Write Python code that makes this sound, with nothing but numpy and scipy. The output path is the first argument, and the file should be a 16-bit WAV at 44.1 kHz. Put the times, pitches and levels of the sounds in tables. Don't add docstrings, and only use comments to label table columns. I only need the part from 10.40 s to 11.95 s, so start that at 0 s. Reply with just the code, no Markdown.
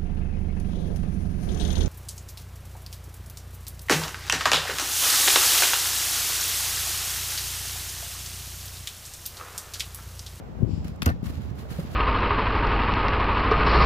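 import sys
import numpy as np
from scipy import signal
from scipy.fft import rfft, irfft
from scipy.io import wavfile
from scipy.ndimage import uniform_filter1d

SR = 44100
rng = np.random.default_rng(int(sys.argv[2]) if len(sys.argv) > 2 else 0)


def store_pcm(level_fs):
    pcm = np.round(np.clip(level_fs, -1, 1) * 32767).astype(np.int16)
    wavfile.write(sys.argv[1], SR, np.atleast_2d(pcm).T)


def gain_from_db(level_db):
    decades = np.asarray(level_db, float) / 20
    return 10 ** decades


N = 68355
T = np.arange(N) / SR


def rms_one(x):
    return x / np.sqrt(np.mean(x ** 2) + 1e-20)


def drift(rate_hz):
    r = np.exp(-80 * np.pi * rate_hz / SR)
    noise = rng.standard_normal(N // 40 + 2002)
    slow = signal.lfilter([1], [1, -2 * r, r * r], noise)[2000:]
    return np.interp(np.arange(N) / 40, np.arange(len(slow)), rms_one(slow))


def colour(x, spectrum):
    hz, db = np.transpose(spectrum)
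    f = np.maximum(np.arange(N // 2 + 1) * SR / N, 1)
    knots_hz = [hz[0] / 2, *hz, hz[-1] * 2]
    knots_db = [db[0] - 30, *db, db[-1] - 30]
    gain_db = np.interp(np.log(f), np.log(knots_hz), knots_db)
    return irfft(rfft(x) * gain_from_db(gain_db), N)


def ring(x, hz, t60_s):
    r, w = gain_from_db(-60 / (t60_s * SR)), 2 * np.pi * hz / SR
    return signal.lfilter([0, np.sin(w)], [1, -2 * r * np.cos(w), r * r], x + 1e-18)


def body(x, peaks):
    out = 0
    for k, (hz, width_hz, db) in enumerate(peaks):
        r = np.exp(-np.pi * width_hz / SR)
        poles = [1, -2 * r * np.cos(2 * np.pi * hz / SR), r * r]
        out = out + (-1) ** k * gain_from_db(db) * signal.lfilter([1 - r * r, 0, r * r - 1], poles, x)
    return out


def pair(alike):
    mid, side = rng.standard_normal((2, N))
    alike = np.clip(alike, 0, 1)
    return np.sqrt((1 + alike) / 2) * mid + np.sqrt((1 - alike) / 2) * side * [[1], [-1]]


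def grains(rate_per_s):
    hits = rng.random(N) < rate_per_s / SR
    size = gain_from_db(5.2 * np.minimum(rng.exponential(1, N), 4))
    return rms_one(hits * size * rng.choice([-1, 1], N))


def sides(pan_db):
    return gain_from_db(np.array([pan_db / 2, -pan_db / 2]).reshape(2, -1))


def late_right(x, lag_samples):
    return np.array([x[0], np.roll(x[1], lag_samples)])


SLIDE_LAG, BOX_LAG, FIRST_LAG = 6, 15, 11
FIRST_OVER_S = .645
SHADE_HZ, SHADE_WIDTH_HZ, SHADE_DEPTH = 4500, 2200, .5


def from_box(x):
    early = T < FIRST_OVER_S
    left, right = late_right(x * early, FIRST_LAG) + late_right(x * ~early, BOX_LAG)
    shade = SHADE_DEPTH / 2 * body(right, [(SHADE_HZ, SHADE_WIDTH_HZ, 0)])
    return np.array([left, right - shade])


WASH_DB, WASH_PAN_DB, WASH_PATCHY_DB = -48, -2.5, 1.75
# frequency in Hz, density in dB per Hz.
WASH_SPECTRUM = [(250, -2), (450, 4), (800, -1), (1300, -9), (2500, -18.5), (5000, -27), (7700, -31.5),
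                 (8500, -38.5), (15500, -34.5)]


def wash():
    x = colour(pair(0.092), WASH_SPECTRUM) * gain_from_db(WASH_PATCHY_DB * drift(1.6))
    return late_right(rms_one(x) * gain_from_db(WASH_DB) * sides(WASH_PAN_DB), BOX_LAG)


SPRAY_S, SPRAY_RISE_S, SPRAY_HOLD_S, SPRAY_FADE_S = 0.26, 0.055, 0.091, 0.13
SPRAY_DB, SPRAY_PAN_DB = -56.5, 3
# frequency in Hz, density in dB per Hz.
SPRAY_SPECTRUM = [(2500, 1.5), (3900, -3), (5200, 3.5), (6200, -11), (7300, -2.5), (8100, -14)]


def spray():
    rise = np.clip((T - SPRAY_S) / SPRAY_RISE_S, 0, 1)
    fade = np.exp(-np.maximum(T - SPRAY_S - SPRAY_HOLD_S, 0) / SPRAY_FADE_S)
    return rms_one(colour(pair(0.09), SPRAY_SPECTRUM)) * rise * fade * gain_from_db(SPRAY_DB) * sides(SPRAY_PAN_DB)


WIND_DB, WIND_ALIKE, EVEN_S = 3.64, .15, 0.033
WIND_LUMP_DB, LUMPS_PER_S = 1.5, 46
# time in seconds, level in dB, left-right in dB.
GUSTS = [(0, -42, 5), (.14, -42, 5.5), (.22, -33, 14.5), (.33, -33, 12), (0.411, -36, 3), (0.5, -36, 0),
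         (.57, -43, 0), (.65, -33, 1.5), (.74, -34, 5), (.79, -40, -3), (.87, -34, 5), (.94, -37, 0),
         (1.0, -36, -7), (1.11, -36, -8), (1.16, -39, -4.5), (1.28, -39, -4), (1.36, -37, -6),
         (1.55, -39, -4)]
# frequency in Hz, density in dB per Hz.
WIND_SPECTRUM = [(28, -52), (50, 2), (76, 2.5), (110, -6), (190, -8), (300, -18.5), (500, -37.5),
                 (900, -41.5)]


def wind():
    s, db, pan_db = np.transpose(GUSTS)
    lumps = gain_from_db(WIND_LUMP_DB * np.array([drift(LUMPS_PER_S), drift(LUMPS_PER_S)]))
    flow = colour(pair(WIND_ALIKE) * lumps, WIND_SPECTRUM)
    size = int(EVEN_S * SR)
    power = uniform_filter1d(uniform_filter1d(flow ** 2, size), size)
    flow = flow / np.sqrt(power + 1e-20)
    return flow * gain_from_db(WIND_DB + np.interp(T, s, db)) * sides(np.interp(T, s, pan_db))


BUFFET_CYCLES, BUFFET_SOFT, BUFFET_CUT_HZ = 3.0, 1.2, 600
PORT_DETUNE = 0.34
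# start in seconds, peak in dB, pitch in Hz, left-right in dB.
EDDIES = [(0.095, -32.5, 155, 19), (0.147, -39.5, 91, 9), (0.198, -27.5, 90, 1), (0.2209, -23.5, 303, 19.5),
          (0.2383, -28.5, 278, 23), (.246, -26.5, 290, 21), (.2545, -32, 106, 14), (0.291, -29, 278, 24),
          (0.278, -29.5, 274, 23), (0.3, -29.5, 104, 23), (0.569, -34, 184, -9), (0.794, -27, 150, -1),
          (1.052, -27, 270, -2.5), (1.228, -35, 270, -4), (0.331, -17, 75, 13), (.376, -27.5, 155, 25.5),
          (0.398, -20, 62, -6), (0.451, -20, 167, 1.5), (0.516, -24.5, 103, -1), (0.625, -20.5, 167, 15),
          (0.713, -26.5, 95, 29), (0.753, -34, 94, -13), (0.8285, -25.5, 177, 25.5), (0.865, -23, 72, 23),
          (0.899, -31, 111, -27.5), (0.9, -30, 255, -22), (1.09, -24, 96, -13), (0.972, -21.5, 70, -14),
          (1.111, -25.5, 136, -12.5), (1.313, -29.5, 135, -27), (1.448, -24.5, 178, 3.5)]
# start in seconds, peak in dB, pitch in Hz, left-right in dB.
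BIG_EDDY = (.2281, -11.5, 122, 20)


def buffets():
    out = np.zeros((2, N))
    for s, db, hz, pan_db in EDDIES + [BIG_EDDY]:
        quieter = np.array([[pan_db < 0], [pan_db > 0]])
        detune = PORT_DETUNE * np.sign(pan_db) * rng.uniform(0, 1) * quieter
        cycles = np.maximum(T - s, 0) * hz * (1 + detune)
        rise = (1 - np.exp(-cycles * 2 * np.pi * BUFFET_SOFT)) ** 2
        shape = rise * gain_from_db(4 - 40 * cycles / BUFFET_CYCLES)
        out += gain_from_db(db) * sides(pan_db) * shape * np.sin(2 * np.pi * cycles)
    return signal.sosfilt(signal.butter(3, BUFFET_CUT_HZ, fs=SR, output="sos"), out)


SLIDE_DB, SLIDE_RELEASE_S = 6.0, 0.042
GRAINS_PER_S, GRAIN_SHARE = 1300, 0.16
FLICKER_DB, FLICKER_HZ = 2.2, 41
# start in seconds, rise in seconds, length in seconds, level in dB, treble in dB.
STROKES = [
    (0.442, 0.0055, 0.0079, -57, 6.5),
    (0.63, 0.029, 0.035, -49, -4),
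    (0.823, 0.034, 0.079, -55.5, 10.5),
    (0.916, 0.027, 0.089, -62.5, 6),
    (0.997, 0.021, 0.064, -61, 7),
    (1.078, .01, 0.022, -65, 2),
    (1.14, 0.046, 0.077, -60, 11),
    (1.272, 0.057, 0.13, -55.5, 11.5),
    (1.424, 0.05, 0.042, -55.5, 5),
    (1.475, 0.036, .12, -57.5, 10.5),
]
# frequency in Hz, density in dB per Hz.
SLIDE_DULL = [(450, -42), (1100, 12.5), (2500, 7.5), (4500, 4.5), (7300, -7.5), (8600, -39)]
SLIDE_BRIGHT = [(7000, -16), (9000, -15.5), (11000, -9.5), (13500, -13), (15500, -15), (16500, -43)]


def slides():
    raw = np.sqrt(GRAIN_SHARE) * grains(GRAINS_PER_S) + np.sqrt(1 - GRAIN_SHARE) * pair(0.055)
    low, high = np.zeros((2, N))
    for s, rise_s, length_s, db, treble_db in STROKES:
        rise = np.clip((T - s) / max(rise_s, .002), 0, 1)
        release = np.exp(-np.maximum(T - s - length_s, 0) / SLIDE_RELEASE_S)
        power = (rise * release) ** 2
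        low += power * gain_from_db(2 * db)
        high += power * gain_from_db(2 * (db + treble_db))
    flicker = gain_from_db(FLICKER_DB * drift(FLICKER_HZ))
    ice = colour(raw, SLIDE_DULL) * np.sqrt(low) + colour(raw, SLIDE_BRIGHT) * np.sqrt(high)
    return late_right(ice, SLIDE_LAG) * flicker * gain_from_db(SLIDE_DB)


RING_ROUGH, RING_ROUGH_HZ = .8, 250
# start in seconds, peak in dB, pitch in Hz, t60 in seconds.
STRUCK = [(.150, -40.5, 713, 0.028), (.6204, -28, 1152, .02), (.6204, -24.5, 2480, 0.012),
          (.6203, -44, 4640, 0.007), (.6204, -21, 1525, 0.013), (0.6203, -25, 2780, 0.0084),
          (.6592, -23, 1100, 0.019), (.6602, -30.5, 2820, .025), (.6598, -34, 3550, 0.032),
          (0.6594, -34, 4050, 0.024), (.661, -32, 5850, 0.0087), (0.687, -42, 2700, .03),
          (.689, -41, 1870, 0.063), (0.716, -38, 1810, .05), (0.755, -42.5, 492, 0.1),
          (1.254, -35.5, 570, 0.034), (1.321, -49, 1540, 0.053), (1.385, -15, 169.6, 0.065),
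          (1.387, -28.5, 557, 0.057), (1.389, -34.5, 347, 0.096), (1.388, -38.5, 460, 0.049)]


def rings():
    flutter = 1 + RING_ROUGH * np.array([drift(RING_ROUGH_HZ) for _ in range(3)])
    out = 0
    for k, (s, db, hz, t60_s) in enumerate(STRUCK):
        t = np.maximum(T - s, 0)
        tone = np.minimum(t * hz, 1) * gain_from_db(db - 60 * t / t60_s) * np.sin(2 * np.pi * hz * t)
        out = out + tone * (flutter[k % 3] if hz > 1000 else 1)
    return from_box(np.array([out, out]))


ICE_DB, CRUNCH_PER_S, SPREAD = -12.0, 15000, .4
CRACK_T60_S, CRACK_TAIL_DB, TAIL_T60_S = .012, -16, 0.094
SNAP_S, SNAP_DB, SNAP_HZ, SNAP_T60_S = .6204, -9, 3600, .0012
NEAR_PAN_DB, HAND_CENTRED_S = 3.5, .8
# start in seconds, peak in dB, crunch length in seconds, treble tilt in dB.
LUMP_CRACKS = [
    (0.444, -46.5, 0.0047, 6),
    (0.4803, -34.5, 0.0012, 0),
    (0.559, -52, 0.0039, 8),
    (0.855, -47, 0.0042, 14),
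    (0.864, -38, 0.0076, -3.5),
    (1.103, -48.5, 0.002, 3),
    (1.164, -54, 0.0024, -1),
    (1.461, -48.5, 0.0016, 4),
]
BREAK_START_S = [.6202, .6290, .6585, .6768, .6875, .6995, .7175]
# peak in dB, crunch length in seconds, treble tilt in dB.
BREAK_SHAPES = [
    (-22.5, 0.003, -9),
    (-24, 0.0016, 0.5),
    (-18, 0.0043, 4),
    (-31.5, 0.0035, -2),
    (-35, 0.0072, -10),
    (-36.5, 0.002, 2),
    (-49, 0.0025, -5),
]
# frequency in Hz, width in Hz, level in dB.
ICE_LOW = [(1110, 520, 8.5), (2020, 1760, 6.5), (2694, 540, 10.5), (4220, 1350, 2.5)]
ICE_HIGH = [(6300, 5100, 3.5), (8140, 3200, 3.5), (12900, 3600, -3.5)]


def cracks():
    crunch = rms_one(grains(CRUNCH_PER_S) + pair(0.33))
    raw = np.sqrt(1 - SPREAD) * crunch + np.sqrt(SPREAD) * pair(0)
    breaks = [(s, *row) for s, row in zip(BREAK_START_S, BREAK_SHAPES)]
    low, high = np.zeros((2, N))
    for s, db, length_s, tilt_db in LUMP_CRACKS + breaks:
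        after = np.maximum(T - s - length_s, 0)
        decay = gain_from_db(-60 * after / CRACK_T60_S) + gain_from_db(CRACK_TAIL_DB - 60 * after / TAIL_T60_S)
        shape = np.clip((T - s) / (0.07 * length_s), 0, 1) * decay
        low += gain_from_db(db - tilt_db / 2) * shape
        high += gain_from_db(db + tilt_db / 2) * shape
    click = gain_from_db(SNAP_DB) * (np.arange(N) == int(SNAP_S * SR))
    snap = ring(click, SNAP_HZ, SNAP_T60_S)
    ice = gain_from_db(ICE_DB) * (body(raw * low, ICE_LOW) + body(raw * high, ICE_HIGH)) + snap
    return from_box(ice * sides(NEAR_PAN_DB * (T < HAND_CENTRED_S)))


CONTACT_HZ = 905
RATTLE_DB, RATTLE_PER_S, RATTLE_HOLD_S, RATTLE_T60_S = -50, 6500, 0.042, 0.038
BOOM_S, BOOM_HZ, BOOM_DB = .6655, 78.6, -11
BOOM_RISE_S, BOOM_HOLD_S, BOOM_T60_S = .001, .017, .06
# time in seconds, peak in dB.
LANDINGS = [
    (.6652, -18),
    (.6742, -19),
    (.691, -24),
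]
# frequency in Hz, level in dB, t60 in seconds.
BOX_MODES = [(241, -9.5, 0.021), (282, -3, 0.041), (344, -13.5, 0.05), (442, -14, 0.019), (502, -11, 0.026),
             (606, -17, .025), (698, -12, 0.022), (766, -10, 0.015), (842, -14.5, 0.02), (1030, -17, 0.021),
             (1200, -2, 0.027), (1480, 6, 0.022), (1810, -2, 0.05)]


def thump():
    t = np.maximum(T - BOOM_S, 0)
    rattle_db = RATTLE_DB - 60 * np.maximum(t - RATTLE_HOLD_S, 0) / RATTLE_T60_S
    clicks = grains(RATTLE_PER_S) * (t > 0) * gain_from_db(rattle_db)
    for s, db in LANDINGS:
        clicks[int(s * SR)] = gain_from_db(db)
    knock = sum(gain_from_db(db) * ring(clicks, hz, t60_s) for hz, db, t60_s in BOX_MODES)
    knock = signal.sosfilt(signal.butter(2, CONTACT_HZ, fs=SR, output="sos"), knock)
    boom_db = BOOM_DB - 60 * np.maximum(t - BOOM_HOLD_S, 0) / BOOM_T60_S
    boom = np.minimum(t / BOOM_RISE_S, 1) * gain_from_db(boom_db) * np.cos(2 * np.pi * BOOM_HZ * t)
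    out = knock + boom
    return late_right(np.array([out, out]), BOX_LAG)


def scene():
    return wash() + spray() + wind() + buffets() + slides() + rings() + cracks() + thump()


def roll_off(x):
    return signal.sosfilt(signal.butter(12, 16660, fs=SR, output="sos"), x)


RUMBLE_CUT_HZ, TOP_CUT_HZ = 63.7, 16800


def record(dry):
    x = signal.sosfilt(signal.butter(2, RUMBLE_CUT_HZ, "high", fs=SR, output="sos"), dry)
    x = signal.sosfilt(signal.cheby2(10, 50, TOP_CUT_HZ, fs=SR, output="sos"), x)
    return roll_off(x)


dry = scene()
out = record(dry)
store_pcm(out)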